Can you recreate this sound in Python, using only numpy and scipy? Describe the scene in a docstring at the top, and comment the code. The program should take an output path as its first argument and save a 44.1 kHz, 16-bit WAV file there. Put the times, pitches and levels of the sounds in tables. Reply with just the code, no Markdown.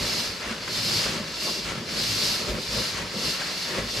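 """Air hisses out of a valve in surges, with a thin ringing and a few brief whistles.
An inflatable mat is being rolled up on a wooden floor in a small bare room, and each push
drives more air through the valve. Between pushes the nylon rubs and crinkles. Hands and roll
bump dully on the air-filled mat, and the roll rumbles over the boards above a low room noise."""
import sys
import numpy as np
from scipy import signal
from scipy.fft import rfft, irfft
from scipy.io import wavfile

SR = 44100
rng = np.random.default_rng(int(sys.argv[2]) if len(sys.argv) > 2 else 0)


def file_out(sig):
    """Save sig as 16-bit WAV at sys.argv[1]."""
    # one column per channel
    cols = np.atleast_2d(sig).T
    # limit, then scale
    lim = np.clip(cols, -1, 1)
    pcm = np.round(lim * 32767).astype(np.int16)
    wavfile.write(sys.argv[1], SR, pcm)


N = 176400

# How strongly air flows through the valve. 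Each row: time in seconds, relative level in dB.
AIR_FLOW = [(0,-31),(.07,-29.5),(.14,-30.5),(.24,-30.5),(.33,-39),(.46,-43.5),(.61,-43.5),(.76,-30),(.84,-29.5),(.92,-27),(1.02,-27),(1.07,-32.5),(1.23,-41.5),(1.31,-40),(1.43,-31),(1.56,-30.5),(1.66,-41),(1.84,-44),(1.93,-34.5),(2.02,-29),(2.22,-27.5),(2.35,-27.5),(2.44,-34.5),(2.55,-42),(2.62,-37),(2.74,-31.5),(2.84,-29.5),(2.92,-35),(3.04,-43),(3.13,-39.5),(3.22,-31),(3.31,-29),(3.40,-37),(3.49,-35.5),(3.63,-33),(3.75,-37.5),(3.83,-40),(3.92,-34),(4.0,-31)]
# The air jet's colour (its mix of low and high). Each row: frequency in Hz, relative level in dB.
JET_COLOUR = [(30,-47),(300,-17),(800,-17),(1500,-23),(2300,-7),(3200,-7.5),(3900,-3.5),(4600,-1.5),(5250,-1),(5900,-8.5),(7200,-11),(9000,-26),(14000,-51)]
# The finer, brighter hiss of the jet. Each row: frequency in Hz, relative level in dB.
FINE_HISS_COLOUR = [(2000,-3),(5000,5.5),(6500,-6.5),(8500,-0.5),(10500,-2.5),(12200,-2),(13300,-6),(14500,-52)]
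# Where the valve rings. Each row: pitch in Hz, half width in Hz, relative level in dB.
VALVE_RINGS = [(2735,12,-8),(3175,20,-23),(3455,12,-9.5),(3607,21,-4),(3860,17,-9),(4138,49,0),(4345,25,0),(4463,26,0),(4527,29,-2.5),(4698,22,1.5),(4740,30,-19),(4980,14,-2.5),(5187,18,-2),(5040,47,-16),(5600,39,-7),(6115,54,-8)]
# Brief whistles. Each row: peak time in seconds, half length in seconds, pitch in Hz, level in dB.
WHISTLES = [(1.51,.1,2760,-42),(1.53,.07,4780,-40),(.99,.06,4710,-35),(.98,.06,4970,-38),(3.26,.07,2750,-44),(.14,.1,5100,-41)]
# Nylon sliding under the hands. Each row: time in seconds, relative level in dB.
RUB_LEVELS = [(0.0, -35.5), (0.39, -40), (0.41, -36), (0.52, -35.5), (0.56, -39.5), (1.01, -37.5),
              (1.06, -36), (1.32, -41), (1.47, -41), (1.6, -45.5), (1.7, -36), (1.86, -42), (1.9, -39.5),
              (2.57, -38), (2.62, -43), (2.85, -35), (2.91, -40), (2.99, -35.5), (3.11, -40.5), (3.48, -36),
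              (3.64, -40), (3.79, -33), (3.84, -39.5), (3.89, -37), (3.92, -45.5), (4.0, -33.5)]
# The colour of that rubbing. Each row: frequency in Hz, relative level in dB.
RUB_COLOUR = [(25,-36),(100,-6),(170,8),(220,-1),(330,-1),(590,3),(740,-3.5),(1050,1.5),(1700,2),(2600,0),(4500,-5),(6500,-10),(8500,-16),(12000,-21.5),(15000,-41)]
# A hand takes a new grip. Each row: peak time in seconds, half length in seconds, level in dB.
SWISHES = [(1.057,0.051,-32),(1.152,0.021,-36),(1.685,0.037,-35),(1.982,.02,-35),(2.493,0.021,-34.5),(2.983,.035,-35.5),(3.45,.04,-51),(3.762,.04,-42)]
# The colour of those swishes. Each row: frequency in Hz, relative level in dB.
SWISH_COLOUR = [(150,-38),(500,1),(1500,4),(3000,6.5),(5000,1),(7200,-1.5),(8500,-10),(12000,-20),(14000,-40)]
# Duller scrapes. Each row: peak time in seconds, half length in seconds, pitch in Hz, level in dB.
SCRAPES = [(.44,0.034,1710,-43),(0.51,.03,1510,-41),(1.484,0.018,980,-38.5),(1.734,0.028,1230,-43),(3.717,0.083,1900,-42)]
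# Single creases snapping. Each row: start in seconds, level in dB.
CREASES = [(.442,-37),(0.632,-41),(0.678,-27),(0.91,-30.5),(1.657,-34),(1.889,-29),(1.978,-33),(3.418,-29)]
# The colour of a snap. Each row: frequency in Hz, relative level in dB.
CREASE_COLOUR = [(150,-20),(600,2),(1400,8),(4500,-4.5),(7000,-9),(12000,-27),(14000,-45)]
# The roll is pressed and bumped on the floor. Each row: peak time in seconds, rise in seconds,
# relative level of the hollow sound in dB, relative level of the deep thud in dB.
BUMPS = [(0.01,0.032,-32.5,-34.5),(0.158,0.044,-37,-43),(0.294,0.018,-48,-36),(0.488,0.022,-38.5,-40.5),(0.75,0.09,-41.5,-41),(0.963,0.061,-36.5,-43),(1.07,0.018,-41,-48),(1.18,0.058,-34,-47),(1.483,0.043,-35,-57),(1.583,0.015,-33.5,-53),(1.679,0.029,-40.5,-38),(1.794,0.054,-37.5,-53),(1.97,0.037,-34.5,-44),(2.114,0.042,-45,-36),(2.257,0.059,-36.5,-41),(2.438,0.049,-35,-56),(2.518,0.029,-34.5,-30),(2.583,0.022,-35.5,-51),(2.733,0.036,-38,-40),(2.793,0.02,-29,-38),(2.996,0.051,-36.5,-38),(3.171,0.029,-34.5,-45),(3.268,0.028,-32.5,-41),(3.728,0.033,-33.5,-53),(3.789,0.013,-27.5,-46),(3.841,.02,-39,-40),(3.97,0.049,-38,-39.5)]
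# The hollow sound of the air chambers. Each row: frequency in Hz, relative level in dB.
HOLLOW_COLOUR = [(20,-50),(60,-56),(120,-7),(160,2),(190,-1.5),(225,6),(280,-10.5),(340,0),(450,-3.5),(610,-0.5),(720,-22),(1100,-9),(2500,-60),(8000,-60)]
# The deep thud of the floor. Each row: frequency in Hz, relative level in dB.
THUD_COLOUR = [(20,-25),(38,-30),(56,7),(75,-19),(112,6),(145,-19),(250,-9),(1000,-39)]
# Hollow knocks of the roll. Each row: start in seconds, pitch in Hz, relative level in dB.
KNOCKS = [(0.501,224,-22),(1.179,195,-21),(2.493,55.3,-20),(2.759,112,-25),(2.99,180,-23),(3.161,201,-21),(3.785,56.7,-29)]
# The roll moves over the boards. Each row: peak time in seconds, half length in seconds, level in dB.
RUMBLES = [(.93,0.1,-36),(1.16,0.054,-39.5),(1.733,0.078,-40),(2.147,0.11,-45)]
# The colour of that rumble. Each row: frequency in Hz, relative level in dB.
RUMBLE_COLOUR = [(40,-25),(85,-8),(110,0.5),(170,-2),(260,-9),(600,-24),(2000,-53)]
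# The steady noise of the room. Each row: frequency in Hz, relative level in dB.
ROOM_TONE_COLOUR = [(20,-20),(55,3),(110,0.5),(220,4.5),(550,1.5),(750,-38),(3000,-28),(14000,-45)]
# How wide the sound is. Each row: frequency in Hz, level of the side against the middle in dB.
STEREO_WIDTH = [(25,-23),(55,-16),(110,-15),(220,-12.5),(550,-17),(750,-5.5),(1000,-6.5),(1600,-9),(2600,-4.5),(3300,-6),(4700,-9),(6500,-7),(8500,-3.5),(9700,-6),(10700,-12),(11200,-17),(12200,-3),(13500,-1.5)]
# Which way the sound leans. Each row: frequency in Hz, level of left over right in dB.
STEREO_LEAN = [(60, -0.13), (110, -0.49), (200, -0.29), (370, 0.68), (690, 2.3), (1260, 0.047), (2320, 1.6),
               (4260, -0.43), (7830, 1.1), (14400, 0.87)]

FULL_FLOW_DB, FLUTTER_DB = -33, 0.63
JET_DB, FINE_HISS_DB, RING_DB = -1, -9, -2.5
RING_GROWTH, FINE_HISS_GROWTH = 0.76, 1.23  # dB gained for each dB of flow
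WHISTLE_WAVER_HZ, WHISTLE_FLUTTER_DB = 22, 3
RUB_DB, SLIDE_DB, RUB_ROUGH_DB = 3, -2, 1
CRINKLES_PER_S, CRINKLE_SPREAD_DB, CRINKLE_DB = 350, 3, -8
SCRAPE_HALF_WIDTH_HZ, CREASE_DECAY_S = 430, 0.0061
BUMP_FALL_STRETCH, BUMP_ROUGH_DB = 1.23, 1.3
KNOCK_ATTACK_S, KNOCK_DECAY_S = .01, .018
ECHO_S, ECHO_DB, ROOM_TONE_DB = 0.32, -2.5, -45.5
TOP_HZ = 14900


def valve():
    """Escaping air hisses and rings the valve; the stronger the flow, the more bright hiss wins."""
    push_db = curve(AIR_FLOW) + FLUTTER_DB * wander(15) - FULL_FLOW_DB
    ring_power = sum((undb(db) * resonance(hz, width)) ** 2 / width for hz, width, db in VALVE_RINGS)
    hiss = undb(JET_DB + push_db) * echoed_noise(colour(JET_COLOUR))
    ring = undb(RING_DB + RING_GROWTH * push_db) * noise(np.sqrt(ring_power))
    fine_hiss = undb(FINE_HISS_DB + FINE_HISS_GROWTH * push_db) * echoed_noise(colour(FINE_HISS_COLOUR))
    whistles = sum(undb(db) * swell(at, length) * whistle(hz) for at, length, hz, db in WHISTLES)
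    return undb(FULL_FLOW_DB) * (hiss + ring + fine_hiss) + whistles


def whistle(hz):
    """Air in the valve makes a tone that wavers in pitch and strength."""
    phase = 2 * np.pi * np.cumsum(hz + WHISTLE_WAVER_HZ * wander(70.6)) / SR
    return unit(np.sin(phase) * undb(WHISTLE_FLUTTER_DB * wander(35)))


def nylon():
    """The fabric slides and crinkles under the hands, swishes at each new grip and sometimes scrapes."""
    ticks = (rng.random(N) < CRINKLES_PER_S / SR) * rng.choice([-1, 1], N)
    tick_sizes = undb(CRINKLE_SPREAD_DB * np.minimum(rng.exponential(size=N), 4.5))
    slide = echoed_noise(colour(RUB_COLOUR)) * undb(SLIDE_DB + RUB_ROUGH_DB * wander(27))
    crinkle = undb(CRINKLE_DB) * to_stereo(room_echo(ticks * tick_sizes), colour(RUB_COLOUR))
    grips = swells(SWISHES) * echoed_noise(colour(SWISH_COLOUR))
    scrapes = sum(undb(db) * swell(at, length) * echoed_noise(resonance(hz, SCRAPE_HALF_WIDTH_HZ))
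                  for at, length, hz, db in SCRAPES)
    return undb(curve(RUB_LEVELS) + RUB_DB) * (slide + crinkle) + grips + scrapes


def creases():
    """Folds snap over with a short crack."""
    t = np.arange(N) / SR
    cracks = sum(undb(db) * (t >= at) * np.exp(-abs(t - at) / CREASE_DECAY_S) for at, db in CREASES)
    return cracks * noise(colour(CREASE_COLOUR))


def bumps():
    """The air chambers sound hollow when handled, and the floor thuds under them."""
    hollow = sum(undb(db) * swell(at, rise, BUMP_FALL_STRETCH) for at, rise, db, _ in BUMPS)
    thud = sum(undb(db) * swell(at, rise, BUMP_FALL_STRETCH) for at, rise, _, db in BUMPS)
    roughness = undb(BUMP_ROUGH_DB * wander(90) - 1)
    return roughness * (hollow * noise(colour(HOLLOW_COLOUR)) + thud * noise(colour(THUD_COLOUR)))


def knocks():
    """The roll lands on the floor and the air chamber booms briefly."""
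    t = np.arange(N) / SR
    booms = np.zeros(N)
    for at, hz, db in KNOCKS:
        age = np.maximum(t - at, 0)
        loudness = (1 - np.exp(-age / KNOCK_ATTACK_S)) * np.exp(-age / KNOCK_DECAY_S)
        booms += undb(db) * loudness * np.sin(2 * np.pi * hz * age)
    return booms


def rolling():
    """The tight roll rumbles as it is pushed over the boards."""
    return swells(RUMBLES) * noise(colour(RUMBLE_COLOUR))


def room_tone():
    """A low, steady noise fills the room."""
    return undb(ROOM_TONE_DB) * noise(colour(ROOM_TONE_COLOUR))


def room_echo(sound):
    """Bare walls add a short echo from all around; gives a middle and a side signal."""
    t = np.arange(SR // 2) / SR
    echo = rng.standard_normal((2, len(t))) * np.exp(-np.log(1000) * t / ECHO_S)  # 60 dB down at ECHO_S
    echo *= undb(ECHO_DB) / np.sqrt(np.sum(echo[0] ** 2))
    echo[0, 0] += 1  # the direct sound, in the middle
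    echo /= np.linalg.norm(echo, axis=1, keepdims=True)
    return signal.fftconvolve(sound[None], echo, axes=1)[:, :N]


def noise(gains):
    """Stereo noise of a given colour."""
    return to_stereo(rng.standard_normal((2, N)), gains)


def echoed_noise(gains):
    """Stereo noise of a given colour that has bounced around the room."""
    return to_stereo(room_echo(rng.standard_normal(N)), gains)


def to_stereo(pair, gains):
    """Colour a middle and a side signal and turn them into left and right at a standard level."""
    mid, side = rfft(pair) * gains
    side = side * colour(STEREO_WIDTH)
    lean = np.sqrt(colour(STEREO_LEAN))
    left, right = (mid + side) * lean, (mid - side) / lean
    return irfft(np.array([left, right]), N) / np.std(irfft(mid, N))


def colour(rows):
    """Turn rows of Hz and dB into a gain for every frequency."""
    hz, db = np.array(rows).T
    return undb(np.interp(np.log(np.fft.rfftfreq(N, 1 / SR) + 1), np.log(hz), db))


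def resonance(hz, half_width):
    """Gains that favour the frequencies near one pitch."""
    return (1 + ((np.fft.rfftfreq(N, 1 / SR) - hz) / half_width) ** 2) ** -1


def wander(rate_hz):
    """A smooth random wobble with a typical size of 1."""
    return unit(irfft(rfft(rng.standard_normal(N)) * resonance(0, rate_hz), N))


def swell(at, half_length, fall_stretch=1):
    """A rounded rise and fall around one moment."""
    offset = (np.arange(N) / SR - at) / half_length
    return np.exp(-.5 * np.where(offset < 0, offset, offset / fall_stretch) ** 2)


def swells(rows):
    """Add up several swells, each at its own level."""
    return sum(undb(db) * swell(at, half_length) for at, half_length, db in rows)


def curve(rows):
    """Join rows of time and value with straight lines."""
    return np.interp(np.arange(N) / SR, *np.array(rows).T)


def undb(db):
    """Turn decibels into a gain, a number to multiply by."""
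    return 10 ** (np.asarray(db) / 20)


def unit(x):
    """Scale a signal to an average power of 1."""
    return x / np.sqrt(np.mean(x ** 2))


def scene():
    """Valve, fabric and the roll on the floor, over the noise of the room."""
    return valve() + nylon() + creases() + bumps() + knocks() + rolling() + room_tone()


def record(dry):
    """Cut away the very highest treble."""
    return signal.sosfilt(signal.ellip(10, .2, 80, TOP_HZ, fs=SR, output="sos"), dry)


dry = scene()
out = record(dry)
file_out(out)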